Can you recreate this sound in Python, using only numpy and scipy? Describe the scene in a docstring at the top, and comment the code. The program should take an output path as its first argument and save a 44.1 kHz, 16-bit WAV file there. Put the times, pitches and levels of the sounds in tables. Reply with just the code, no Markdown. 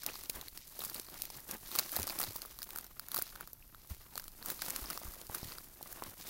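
"""Two ferrets wrestle in a stiff paper gift bag on a wooden floor, close to a small microphone.
Creases snap over one by one: noise cracks with short sine rings of fold and wall.
Fur and claws rustle along the walls as coloured noise grains that follow each stroke.
Bodies thump the bag against the boards as low, swelling sine pushes.
A low room rumble and hiss, coloured noise of slowly drifting level, lie underneath."""
import sys
import numpy as np
from scipy import signal
from scipy.fft import rfft, irfft
from scipy.io import wavfile

SR = 44100
rng = np.random.default_rng(int(sys.argv[2]) if len(sys.argv) > 2 else 0)


def digitize_waveform(pressure):
    """Quantize a signal to 16-bit integers and store it at the path in sys.argv[1].

    Rows of a 2-D input are taken as channels; values are limited to [-1, 1].
    """
    field = np.atleast_2d(pressure).T
    bounded = np.clip(field, -1, 1)
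    quanta = np.round(bounded * 32767).astype(np.int16)
    wavfile.write(sys.argv[1], SR, quanta)


N = 277389

# Room tone around the bag, low rumble to hiss: [pitch_hz, density_db_per_hz]
ROOM_SPECTRUM = [(8.8, -28), (15, 6.5), (150, -11.5), (195, -16), (606, -39.5), (910, -48), (2120, -46.5),
                 (4650, -31.5), (8570, -34.5), (12500, -20.5), (15800, -28)]
ROOM_LEVEL_DB = -59.5

# Bodies against the floor: [start_s, peak_db, pitch_hz, swell_s, first_push (1 outward, -1 inward)]
BODY_THUMPS = [(0.344, -47, 46.4, 0.016, -1), (0.382, -48, 53.6, 0.0051, -1), (1.361, -51, 134, 0.0069, 1),
               (1.987, -37, 106, 0.0062, 1), (1.999, -38, 85.5, 0.0096, 1), (2.28, -42.5, 103, 0.0079, 1),
               (3.908, -34, 70.4, 0.0062, 1), (4.816, -40, 48, 0.0099, -1), (5.051, -41, 64, 0.005, -1),
               (5.081, -38, 44.3, 0.0046, -1), (5.296, -37.5, 75.5, 0.0021, 1),
               (5.43, -33.5, 108, 0.00091, 1), (5.45, -43, 97, 0.0044, -1), (5.477, -47, 100, 0.0034, -1),
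               (6.079, -49, 89, 0.004, -1)]

# Colour of paper crackle: [pitch_hz, density_db_per_hz]
CRACKLE_SPECTRUM = [(1180, -22.5), (2000, -7), (3160, -6.5), (4240, -1), (6370, -2), (7980, -3.5),
                    (10300, 1), (11000, -0.5), (14200, 4), (15100, 0), (15800, 2)]
# Colour of the flexing walls: [pitch_hz, density_db_per_hz]
FLEX_SPECTRUM = [(71, -15.5), (120, -6), (151, -2.5), (372, -0.5), (414, -5), (1180, -4), (2260, -10.5),
                 (3000, -12.5), (3900, -15.5), (6600, -120)]

# Restless shifting between the strokes: [time_s, bright_rustle_db, dull_flex_db]
RESTLESS_SHIFTING = [(0.0, -52.5, -68), (0.66, -55.5, -65.5), (1.03, -53.5, -65), (1.21, -55, -63.5),
                     (1.61, -52, -61.5), (1.96, -46, -53), (2.14, -47.5, -59), (2.43, -54, -66.5),
                     (2.94, -59.5, -64), (3.28, -54.5, -66), (3.59, -63, -67.5), (4.45, -58, -67.5),
                     (4.62, -46, -60.5), (4.82, -48, -55.5), (5.19, -55, -69), (5.76, -56.5, -64),
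                     (6.08, -55.5, -60.5), (6.29, -55.5, -62)]
# Strokes of a body along the paper: [full_strength_s, hold_s, bright_rustle_db, dull_flex_db]
BODY_STROKES = [(0.08, .005, -47.5, -50.5), (0.156, 0.033, -48, -57.5), (0.36, 0.024, -49.5, -51.5),
                (.56, 0.017, -55, -67), (0.819, .005, -38.5, -49.5), (0.937, .05, -46.5, -54),
                (1.122, 0.014, -53, -56), (1.209, .02, -46.5, -61), (1.352, .02, -49.5, -56),
                (1.516, .03, -53.5, -57), (1.719, 0.028, -48.5, -66), (1.775, .005, -42, -48.5),
                (1.884, .04, -41, -53), (1.97, .04, -45.5, -47.5), (2.095, .005, -40.5, -47),
                (2.215, .03, -42, -47.5), (2.365, 0.022, -50.5, -59.5), (2.453, 0.007, -54.5, -59),
                (2.628, .01, -52, -62.5), (2.752, .01, -53, -54), (3.172, .02, -44, -51),
                (3.4, 0.0042, -62, -58), (3.91, .02, -53.5, -63.5), (4.176, .01, -51, -55.5),
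                (4.463, .01, -46.5, -49.5), (4.497, .005, -40.5, -47.5), (4.648, .03, -47, -50.5),
                (4.741, .03, -45.5, -52), (4.874, .06, -48.5, -54), (5.049, .02, -50, -53),
                (5.122, .02, -52, -67), (5.178, 0.0081, -57, -53.5), (5.344, 0.0044, -43, -51),
                (5.441, .02, -49.5, -56.5), (5.49, .04, -48.5, -55), (5.853, .03, -56, -65.5),
                (5.918, .04, -50.5, -56), (6.026, .01, -56, -51), (6.082, .01, -52, -59.5),
                (6.222, .06, -50, -59.5)]
STROKE_RISE_DB_PER_S, STROKE_FALL_DB_PER_S = 220.5, 177.5

# Crease snaps and wall knocks, strong and faint, each at its own time:
# [full_swell_s, crack_peak_db, crease_ring_db, panel_knock_db, panel_pitch_hz]
# (the two ring levels are those before the swell and the decay)
TIMED_SNAPS = [(.0341, -23.5, -39, -39.5, 1530), (.064, -14.5, -32, -36.5, 705),
               (.0893, -50, -42, -31.5, 2540), (.1415, -35, -38, -42, 1020), (.1562, -44, -34, -38.5, 1150),
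               (.2365, -24.5, -52, -47, 1030), (.2967, -20, -36, -37, 430), (.2988, -18.5, -33, -38, 2470),
               (.3588, -27.5, -57, -53, 510), (.4129, -27.5, -33, -55, 990), (.4832, -31.5, -34, -50, 2120),
               (.5754, -27, -42, -54, 600), (.792, -24, -51, -37.5, 500), (.806, -42, -29.5, -41, 540),
               (.819, -36, -45, -36, 1260), (.8386, -23, -41, -39, 1140), (.8492, -18.5, -47, -43, 1090),
               (.8985, -24.5, -34, -45.5, 1500), (.9454, -22, -52, -50, 1060),
               (.962, -41, -31.5, -46.5, 527), (.9976, -22.5, -40, -39, 387), (1.0669, -37, -43, -53, 870),
               (1.0866, -44, -43, -44, 1130), (1.1245, -38, -46, -50, 390), (1.2202, -15, -33, -51, 2300),
               (1.254, -25, -56, -62, 1040), (1.3024, -29.5, -38, -39.5, 900), (1.353, -37, -56, -48, 1170),
               (1.367, -28, -50, -48, 750), (1.5118, -19.5, -45, -44, 1140), (1.5416, -24, -49, -55, 500),
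               (1.7161, -25.5, -31, -41, 1200), (1.7531, -16.5, -27.5, -31, 1270),
               (1.76, -16, -42, -33, 1150), (1.788, -10, -21, -33, 1150), (1.7905, -12.5, -28, -31, 1070),
               (1.7945, -13, -41, -33, 1560), (1.801, -30, -36, -36, 1280), (1.8402, -43, -44, -53, 1320),
               (1.9187, -17, -47, -60, 2340), (1.9337, -31, -49, -57, 330), (1.9383, -41, -47, -34, 1280),
               (1.9588, -19, -46, -34, 1770), (1.9643, -12.5, -28, -46, 640), (1.9677, -23, -29, -27, 730),
               (1.9705, -15, -34, -34, 1870), (1.9898, -27, -37, -30, 905), (1.9985, -22, -36, -28.5, 323),
               (2.0192, -25, -47, -51, 340), (2.0304, -17, -43, -60, 360), (2.0702, -17, -33, -34, 600),
               (2.0766, -24, -36, -33, 1200), (2.0984, -19, -26, -36, 620), (2.105, -25, -34, -33.5, 2440),
               (2.1887, -17, -30, -44, 525), (2.1995, -19, -38, -32, 740),
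               (2.2032, -14.5, -41, -28.5, 1220), (2.2147, -17, -40, -41, 1380),
               (2.22, -31, -47, -36, 1320), (2.2306, -23, -29, -38, 1090), (2.2385, -17.5, -24, -36, 644),
               (2.3084, -26, -43, -40.5, 390), (2.3585, -32, -44, -36.5, 950),
               (2.3617, -15.5, -49, -60, 1030), (2.4192, -26, -32, -47, 1380),
               (2.4515, -37, -58, -38.5, 1220), (2.4592, -26.5, -43, -46.5, 442),
               (2.5892, -23, -38, -42, 1140), (2.6194, -24.5, -32, -41.5, 1590),
               (2.6294, -23, -38.5, -57, 950), (2.641, -27, -55, -51, 1250), (2.6908, -27.5, -56, -42, 960),
               (2.706, -29, -54, -45, 1590), (2.7323, -25, -61, -44, 1550), (2.76, -20.5, -55, -33, 1330),
               (2.7741, -20.5, -53.5, -42.5, 1240), (2.7862, -19, -44, -37, 1360),
               (2.8102, -32, -44, -60, 1430), (2.8441, -29, -60, -47, 1420),
               (2.8658, -31.5, -58, -65, 1660), (2.996, -22.5, -37, -35, 1390),
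               (3.0854, -26, -51, -44.5, 1480), (3.1174, -19.5, -34, -41, 1350),
               (3.131, -38, -51, -50, 1300), (3.1445, -20, -42, -30, 1130), (3.147, -19, -32, -41.5, 1210),
               (3.162, -16, -38, -37, 1420), (3.1683, -17, -29, -28, 1230), (3.178, -17, -30, -53, 1260),
               (3.1886, -16.5, -33, -29.5, 613), (3.195, -19.5, -54, -32.5, 1420),
               (3.217, -31, -39, -36, 1510), (3.2221, -16, -48, -40, 484), (3.268, -39, -42, -48, 1400),
               (3.3266, -51, -49, -46, 1420), (3.3553, -34, -44, -43, 1300),
               (3.3593, -32, -45, -37.5, 1470), (3.409, -24.5, -48, -32.5, 1390),
               (3.4749, -29, -51, -42, 1230), (3.5323, -25, -57, -49, 480), (3.6255, -62, -60, -48.5, 2620),
               (3.7472, -38.5, -44, -40, 1320), (4.1561, -25, -33, -37.5, 790),
               (4.178, -19.5, -53, -31.5, 1260), (4.1978, -25.5, -39, -40, 1600),
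               (4.2412, -27, -50, -48, 1310), (4.2805, -28.5, -41.5, -45.5, 1270),
               (4.4268, -27, -35, -42.5, 1640), (4.46, -19.5, -38, -38, 1300),
               (4.502, -14, -30.5, -36.5, 1520), (4.521, -35, -48, -46, 1630), (4.5578, -45, -53, -61, 750),
               (4.593, -39, -40, -42, 1210), (4.62, -18, -35, -37, 1480), (4.6232, -30, -42, -32, 1530),
               (4.663, -24, -38, -44, 1250), (4.6835, -25, -42, -43, 1160), (4.7, -22, -39, -41, 1250),
               (4.7051, -19, -36, -46, 600), (4.7619, -15.5, -40, -37, 1250),
               (4.8147, -28.5, -54, -60, 2420), (4.8417, -30, -42, -39, 1100), (4.859, -36, -32, -47, 686),
               (4.8727, -39, -37.5, -53, 1100), (4.902, -18, -39, -33, 1310), (4.9074, -23, -31, -34, 1350),
               (4.931, -28, -34, -40, 2000), (4.9757, -26, -32, -31, 1140), (5.017, -45, -44, -36, 623),
               (5.069, -42, -51, -41.5, 1140), (5.138, -33, -45, -43, 1220), (5.166, -50, -72, -44, 546),
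               (5.215, -29, -41, -42.5, 475), (5.2976, -58, -61, -34.5, 850), (5.3453, -28, -52, -36, 1460),
               (5.3484, -19, -36, -32, 1290), (5.4309, -45, -37, -39, 815), (5.5214, -43, -33, -39, 1040),
               (5.5842, -30, -35, -37, 1340), (5.811, -54, -62, -37, 760), (5.828, -26.5, -57, -44, 320),
               (5.928, -26, -52, -45, 1610), (5.9733, -54, -61, -43, 860), (6.0228, -50, -57, -28.5, 1000),
               (6.0376, -23, -44, -55, 460), (6.0745, -43, -51, -45, 930)]
FLIP_S = 0.00073   # time for a fold to tear over to its full swell
CRACK_T60_S = 0.0045   # typical; each snap varies around it
SHIVER_T60_S, SHIVER_DB = 0.04, -17   # the paper shivers on after each snap, level against the crack
CREASE_HZ, CREASE_T60_S = 4530, 0.0038   # typical pitch of a fold
PANEL_T60_S = 0.0091

# Further small snaps fall at random, thicker where the rustle is louder
SMALL_COUNT = 80
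SMALL_PANEL_HZ, SMALL_PANEL_SPREAD = 1114, 0.408   # typical pitch; spread as a natural-log ratio
SMALL_OVER_RUSTLE_DB, SMALL_SPREAD_DB = 9, 3.5
SMALL_CREASE_DB, SMALL_PANEL_DB = -13, -14   # against the typical small crack

TOP_CUT_HZ = 15800   # upper edge of the sound's band


def amp(db):
    """Turn decibels into an amplitude factor."""
    return 10 ** (np.asarray(db) / 20)


def rms_one(x):
    """Scale a signal to an rms of 1."""
    return x / np.sqrt(np.mean(x ** 2) + 1e-20)


def colour(x, spectrum):
    """Shape by a (Hz, dB) spectrum with a causal, minimum-phase response."""
    hz, db = np.transpose(spectrum)
    grid = np.maximum(np.arange(4097) * SR / 8192, 1)
    log_gain = np.interp(np.log(grid), np.log(hz), db) * np.log(10) / 20
    # folding the cepstrum onto positive time makes the response minimum-phase
    cepstrum = irfft(log_gain)
    cepstrum[1:4096] *= 2
    cepstrum[4097:] = 0
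    response = irfft(np.exp(rfft(cepstrum)))
    return signal.fftconvolve(x, response)[:N]


def drift(rate_hz):
    """Slow chance wander with an rms of 1: noise through two equal low-pass poles."""
    pole = np.exp(-2 * np.pi * rate_hz / SR)
    noise = rng.standard_normal(N + SR)
    wander = signal.lfilter([1], [1, -2 * pole, pole * pole], noise)
    return rms_one(wander[SR:])   # the first second lets the filter settle


def fade(t, t60):
    """Exponential decay that loses 60 dB in t60 seconds."""
    return amp(-60 * t / max(t60, 1e-3))


def add(out, start_s, sound):
    """Lay a sound into the scene at its start time."""
    at = max(round(start_s * SR), 0)
    out[at:at + len(sound)] += sound[:N - at]


def room_tone():
    """Rumble and hiss of the room: steady coloured noise whose level wanders a little."""
    level_db = ROOM_LEVEL_DB + 0.63 * drift(3.8)
    noise = rng.standard_normal(N)
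    return amp(level_db) * rms_one(colour(noise, ROOM_SPECTRUM))


def thumps():
    """A soft body shoves the bag: a cycle or two of low air push that swells in and dies."""
    out = np.zeros(N)
    t = np.arange(SR // 5) / SR
    for start_s, peak_db, pitch_hz, swell_s, first_push in BODY_THUMPS:
        wall = np.sin(2 * np.pi * pitch_hz * t)
        wall = wall + 0.18 * np.sin(2 * np.pi * 2.52 * pitch_hz * t)   # stiffer overtone
        push = wall * t * np.exp(-t / max(swell_s, 1e-3))
        add(out, start_s, np.sign(first_push) * amp(peak_db) * push / np.abs(push).max())
    return out


def effort():
    """Bright and dull rustle level in dB: each stroke rises, holds and falls over the shifting."""
    t = np.arange(0, N / SR + .01, .002)
    shift_s, *shift_levels = np.transpose(RESTLESS_SHIFTING)
    power = amp([np.interp(t, shift_s, db) for db in shift_levels]) ** 2
    for full_s, hold_s, *levels_db in BODY_STROKES:
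        rise_loss = STROKE_RISE_DB_PER_S * np.maximum(full_s - t, 0)
        fall_loss = STROKE_FALL_DB_PER_S * np.maximum(t - full_s - hold_s, 0)
        power = power + amp(np.c_[levels_db] - (rise_loss + fall_loss)) ** 2
    sample_s = np.arange(N) / SR
    return [np.interp(sample_s, t, 10 * np.log10(p)) for p in power]


def grains(clumps, per_s, spread_db, t60, rub):
    """Tiny noise bursts of uneven size over a smooth rub, both following the clumps; rms 1."""
    born = rng.random(N) < per_s * clumps / SR
    sizes = amp(spread_db * np.minimum(rng.exponential(1, N), 3)) * born
    pole = fade(1 / SR, t60)
    # two equal poles: each grain swells and dies
    envelope = signal.lfilter([1], [1, -2 * pole, pole * pole], sizes + 1e-18)
    return rms_one((rms_one(envelope) + rub * clumps) * rng.standard_normal(N))


def rustle(bright_db, dull_db):
    """Fur and claws drag on the paper in small jerks; the walls flex with a duller crumple in step."""
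    jerks = amp(2.0 * drift(31))
    crisp = grains(jerks, per_s=250, spread_db=6.0, t60=0.0029, rub=1.9)
    # the hiss of fur and the lower scrape of claws swell apart from each other
    low_pass = signal.butter(2, 7000, fs=SR, output="sos")
    scrape = signal.sosfilt(low_pass, crisp)
    hiss = crisp - scrape
    fine = rms_one(colour(amp(3.5 * drift(11.3)) * scrape + hiss, CRACKLE_SPECTRUM))
    crumple = grains(jerks, per_s=200, spread_db=2.0, t60=0.011, rub=0.56)
    flex = rms_one(colour(crumple, FLEX_SPECTRUM))
    return amp(bright_db) * fine + amp(dull_db) * flex


def small_snaps(bright_db):
    """Rows like those of the timed snaps, drawn by chance where the paper is being worked."""
    share = np.cumsum(amp(.5 * bright_db))
    # one chance draw in each equal share of the rustling
    slot = (np.arange(SMALL_COUNT) + rng.random(SMALL_COUNT)) / SMALL_COUNT
    at = np.minimum(np.searchsorted(share / share[-1], slot), N - 1)
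    chance = np.clip(rng.standard_normal((SMALL_COUNT, 4)), -1.5, 1.5)
    typical_db = bright_db[at] + SMALL_OVER_RUSTLE_DB
    part_db = np.c_[[0, SMALL_CREASE_DB, SMALL_PANEL_DB]]
    levels_db = typical_db + SMALL_SPREAD_DB * chance[:, :3].T + part_db
    panel_hz = SMALL_PANEL_HZ * np.exp(SMALL_PANEL_SPREAD * chance[:, 3])
    return np.c_[at / SR, levels_db.T, panel_hz]


def snaps(rows):
    """A crease flips: a brief bright crack, a short ring of the fold and a knock of the flat wall."""
    t = np.arange(SR // 25) / SR
    after = np.maximum(t - FLIP_S, 0)
    swell = np.minimum(t / FLIP_S, 1) ** 2
    out = np.zeros(N)
    paper = colour(np.r_[1, np.zeros(255)], CRACKLE_SPECTRUM)[:256]   # impulse response
    chance = rng.standard_normal((len(rows), 6))
    noise = rng.standard_normal((len(rows), len(t)))
    for (full_s, crack_db, crease_db, panel_db, panel_hz), c, n in zip(rows, chance, noise):
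        crack_fade = fade(after, CRACK_T60_S * amp(3.6 * c[4]))
        shiver = amp(SHIVER_DB) * fade(after, SHIVER_T60_S)
        envelope = swell * (crack_fade + shiver)
        # each fold has a sharpness of its own: tight ones are thinner and brighter
        sharpness = np.clip(.5 + 0.64 * c[5], -.3, 1)
        sharp = signal.lfilter([1, -sharpness], [1], n * envelope)
        crack = np.convolve(sharp, paper)[:len(t)]
        fold_hz = CREASE_HZ * (1 + 0.087 * c[0])
        fold = np.sin(2 * np.pi * fold_hz * t) * fade(after, CREASE_T60_S)
        # the wall adds a weaker partial, mostly near half its pitch
        partial_hz = panel_hz * (0.444 + 0.13 * c[2])
        wall = np.sin(2 * np.pi * panel_hz * t) + 0.23 * c[1] * np.sin(2 * np.pi * partial_hz * t)
        knock = np.sign(c[3]) * amp(panel_db) * wall * fade(after, PANEL_T60_S)
        rings = amp(crease_db) * fold + knock
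        add(out, full_s - FLIP_S, amp(crack_db) * crack / np.abs(crack).max() + swell * rings)
    return out


def scene():
    """Room, thumps, rustle and snaps sum to one channel."""
    bright_db, dull_db = effort()
    background = room_tone() + thumps()
    paper = rustle(bright_db, dull_db) + snaps(small_snaps(bright_db)) + snaps(TIMED_SNAPS)
    return (background + paper)[None]


def record(dry):
    """A steep elliptic low-pass ends the band at TOP_CUT_HZ."""
    top_cut = signal.ellip(12, .5, 70, TOP_CUT_HZ, fs=SR, output="sos")   # 0.5 dB ripple, 70 dB stop
    return signal.sosfilt(top_cut, dry)


dry = scene()
out = record(dry)
digitize_waveform(out)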